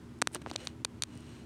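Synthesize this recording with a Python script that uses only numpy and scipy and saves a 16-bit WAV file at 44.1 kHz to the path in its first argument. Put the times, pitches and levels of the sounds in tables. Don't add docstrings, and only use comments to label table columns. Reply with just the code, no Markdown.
import sys
import numpy as np
from scipy import signal
from scipy.fft import rfft, irfft
from scipy.io import wavfile
from scipy.ndimage import uniform_filter1d, minimum_filter1d

SR = 44100
rng = np.random.default_rng(int(sys.argv[2]) if len(sys.argv) > 2 else 0)


def inscribe(sig):
    pcm = np.round(np.clip(np.atleast_2d(sig).T, -1, 1) * 32767)
    wavfile.write(sys.argv[1], SR, pcm.astype(np.int16))


N = 63945
SIZE = 2 * N
FREQ = np.maximum(np.arange(N + 1) * SR / SIZE, 1e-3)
TIME = np.arange(N) / SR


def rim_snaps(wall, cavity, crack):
    # (time [s], thud [dB], thud pitch [Hz], wall ring [dB], crack [dB], contact cutoff [Hz],
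    #  lead of the first slip [s], its signed share [ratio])
    releases = [(0.218, 8, 1420, 1.5, 7, 12500, .00049, 0.46),
                (.2221, 14.5, 990, 5.5, 6.5, 8040, .00038, 0.23),
                (.2730, 8, 1300, -0.5, -2, 12100, 0.0005, 0.92),
                (0.3484, -12, 1920, -17, -5, 12100, 0.0012, 0.35),
                (.5609, -9.5, 1020, 3.5, -8, 6900, 0.000402, -0.21),
                (0.6722, -7.5, 1190, 0.5, -14, 6600, 0.00041, -0.16),
                (0.8486, -0.5, 1000, 6, 1.5, 9600, 0.000383, -0.24),
                (0.8506, 1, 940, 1, -1, 6240, 0.00019, -0.39),
                (1.0226, -6.5, 1480, 6, 0.5, 9700, .00038, -0.29),
                (1.0361, -6, 1620, 2.5, -1.5, 9800, 0.00039, -0.29)]
    spectrum = 0
    for s, thud_db, hz, ring_db, crack_db, top_hz, lead_s, slip in releases:
        thud = undb(thud_db) * (resonance(hz, width=1.31 * hz) + cavity) * rolloff(2.6 * hz)
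        treble = undb(ring_db) * wall + undb(crack_db) * crack
        contact = 1 / np.sqrt(1 + (FREQ / top_hz) ** 6)
        spectrum += contact * (impulse(s) * (thud + treble) + impulse(s - lead_s) * slip * treble)
    return spectrum


def lid_knocks(wall, cavity):
    # (time [s], thud [dB], thud pitch [Hz], wall ring [dB])
    impacts = [(0.314, -17.5, 780, -44), (.3532, -5, 530, -38), (0.3569, -1, 1100, -13),
               (.3635, -6.5, 610, -35), (0.4168, -19, 856, -43), (0.4623, 2.5, 787, -42),
               (0.4708, -2, 477, -42), (0.5135, 0.5, 770, -8.5), (.5566, -1.5, 584, -38)]
    spectrum = 0
    for s, thud_db, hz, ring_db in impacts:
        thud = resonance(hz, width=0.44 * hz) * resonance(hz, width=2 * hz) + cavity
        spectrum += impulse(s) * (undb(thud_db) * thud + undb(ring_db) * wall)
    return spectrum * rolloff(hz=5300)


def tub_bumps():
    # (time [s], pitch [Hz], t60 [s], gain at resonance [dB])
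    bumps = [(.345, 164, 0.14, 1), (0.357, 356, 0.14, 9.5), (0.4, 170, 0.089, 3), (.475, 335, 0.11, 0),
             (.513, 302, 0.13, 8.5), (.5566, 594, 0.038, 4), (0.788, 120, 0.15, 12.5),
             (1.156, 112, 0.071, 10.5)]
    return sum(impulse(s) * undb(db) * mode(hz, t60) * resonance(hz, hz) for s, hz, t60, db in bumps)


def twig_ticks(crack):
    # (time [s], level [dB])
    ticks = [(.189, -34), (0.2859, -34), (.294, -41), (.319, -31), (.4178, -31), (.497, -42), (0.501, -46),
             (0.5363, -25), (.682, -26), (1.154, -28.5), (1.1755, -24.5), (1.207, -28.5)]
    return sum(impulse(s) * undb(db) for s, db in ticks) * crack


def container():
    # (frequency [Hz], t60 [s], gain at resonance [dB])
    wall_modes = [(2460, 0.0081, -5), (3290, 0.0096, -9.5), (3796, 0.0063, -1), (4440, 0.0033, 2.5),
                  (5790, 0.0051, -7.5), (6220, 0.0082, -7), (7150, 0.0052, -3), (8300, 0.0049, -21)]
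    # (frequency [Hz], level [dB])
    crack_spectrum = [(200, -49), (2000, -33), (5000, -5), (7500, -7), (9200, 4), (9900, -2.5),
                      (10500, -23), (11500, -5), (13200, -31), (15000, -7), (16300, -29)]
    # (frequency [Hz], gain [dB])
    radiation = [(60, -3), (200, 5), (850, -0.5), (1500, 2.5), (9400, -1.5), (10600, -5), (13000, -10.5),
                 (16000, -9)]
    wall = sum(undb(db) * mode(hz, t60) for hz, t60, db in wall_modes)
    cavity = undb(-7.5) * mode(hz=332, t60=0.0063)
    crack = colour(crack_spectrum)
    contacts = rim_snaps(wall, cavity, crack) + lid_knocks(wall, cavity) + tub_bumps() + twig_ticks(crack)
    travel_s = 0.000479
    bending = np.exp(-4j * np.pi * travel_s * np.sqrt(1000 * FREQ)) * impulse(-travel_s / 2)
    return irfft(contacts * bending * colour(radiation))[:N]


def lid_slides():
    # (time [s], rise [s], fall [s], level [dB])
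    slides = [(.02, 0.026, .16, -78), (.353, 0.015, 0.022, -44.5), (.420, 0.005, 0.0044, -48.5),
              (.483, 0.018, 0.022, -55), (.501, 0.0069, .008, -47.5), (.537, 0.012, 0.019, -51),
              (.603, 0.036, .04, -50.5), (.648, 0.055, 0.076, -53), (1.17, 0.18, 0.12, -62.5),
              (1.33, 0.21, .2, -60)]
    # (frequency [Hz], level [dB])
    friction = [(300, -9), (550, -2.5), (950, -12.5), (2900, -9.5), (4100, -15.5), (6000, -20.5),
                (9000, -21), (10500, -38), (13000, -32), (16000, -49)]
    # (frequency [Hz], bandwidth [Hz], gain [dB])
    lid_modes = [(1584, 31, -1), (2945, 80, 1.5), (4130, 140, 5), (5780, 100, 6.5), (6600, 96, 6),
                 (8430, 470, 1.5)]
    body = 1 + sum(undb(db) * resonance(hz, width) for hz, width, db in lid_modes)
    return shaped_noise(micro_slips(), colour(friction) * body) * swells(slides)


def twig_rustle():
    # (time [s], rise [s], fall [s], level [dB])
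    rustles = [(.341, 0.019, .012, -52), (.3485, 0.0018, .002, -33), (.653, .01, 0.012, -54.5)]
    # (frequency [Hz], level [dB])
    brushing = [(500, -5), (3000, -3.5), (6500, -8.5), (9300, 5), (11500, -10), (15500, -19)]
    return shaped_noise(micro_slips(), colour(brushing)) * swells(rustles)


def rim_creak():
    start_s, end_s = 0.595, 0.665
    start_hz, rise_hz = 461, 89
    progress = np.clip((TIME - start_s) / (end_s - start_s), 0, 1)
    waver = unit(uniform_filter1d(rng.standard_normal(N), size=200))
    hz = (start_hz + rise_hz * progress) * (1 + 0.04 * waver)
    return undb(-52) * np.sin(np.pi * progress) * np.sin(2 * np.pi * np.cumsum(hz) / SR)


def room():
    # (frequency [Hz], relative level [dB])
    rumble_spectrum = [(15, -48), (25, -25), (59, -12), (108, 1), (210, -7.5), (243, -7.5), (267, -6.5),
                       (330, -5), (419, -17), (442, -22.5), (600, -33.5), (780, -67), (1320, -120)]
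    # (frequency [Hz], relative level [dB])
    hiss_spectrum = [(290, -29), (500, -7), (807, -9.5), (960, -6.5), (1930, -14.5), (2610, -16),
                     (3440, -19.5), (8960, -26), (16000, -40)]
    # (frequency [Hz], rms level [dB])
    hum_tones = [(75.4, -59.5), (240, -55.5), (324, -65), (413, -66)]
    rumble = undb(-50.5) * shaped_noise(rng.standard_normal(N), colour(rumble_spectrum))
    hiss = undb(-62.5) * shaped_noise(rng.standard_normal(N), colour(hiss_spectrum))
    hum = sum(undb(db) * np.sin(2 * np.pi * (hz * TIME + rng.random())) for hz, db in hum_tones)
    return rumble + hiss + np.sqrt(2) * hum


def undb(db):
    return 10 ** (np.asarray(db) / 20)


def unit(x):
    return x / np.std(x)


def colour(points):
    hz, db = np.array(points).T
    edge_hz = np.r_[hz[0] / 2, hz, hz[-1] * 2]
    edge_db = np.r_[db[0] - 20, db, db[-1] - 60]
    magnitude = undb(np.interp(np.log(FREQ), np.log(edge_hz), edge_db))
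    cepstrum = irfft(np.log(magnitude))
    return np.exp(rfft(np.r_[cepstrum[0], 2 * cepstrum[1:N]], SIZE))


def resonance(hz, width):
    return 1 / (1 + 1j * (FREQ ** 2 - hz ** 2) / (FREQ * width))


def mode(hz, t60):
    return resonance(hz, np.log(1000) / (np.pi * t60))


def rolloff(hz):
    return 1 / np.hypot(1, (FREQ / hz) ** 2)


def impulse(s):
    return np.exp(-2j * np.pi * FREQ * s)


def shaped_noise(noise, response):
    return unit(irfft(rfft(noise, SIZE) * response)[:N])


def swells(rows):
    power = 0
    for s, rise, fall, db in rows:
        width_s = np.where(TIME < s, rise, fall)
        power += (undb(db) * np.exp(-2 * ((TIME - s) / width_s) ** 2)) ** 2
    return np.sqrt(power)


def micro_slips(per_s=5600):
    slipping = rng.random(N) < per_s / SR
    return slipping * rng.standard_normal(N)


def scene():
    return (container() + lid_slides() + twig_rustle() + rim_creak() + room())[None]


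def record(dry):
    threshold_db, ratio, release_s, top_hz = -19, 1.517, 0.02, 16400
    ahead = int(0.02 * SR)
    excess = np.maximum(np.log(np.abs(dry[0]) / undb(threshold_db) + 1e-9), 0)
    release = np.exp(-TIME / release_s)
    held = np.maximum.accumulate(excess / release) * release
    ducking = uniform_filter1d(minimum_filter1d(-held, 2 * ahead), ahead)
    gain = np.exp(ducking * (1 - 1 / ratio))
    return signal.sosfilt(signal.ellip(8, 0.2, 70, top_hz, fs=SR, output="sos"), dry * gain)


dry = scene()
out = record(dry)
inscribe(out)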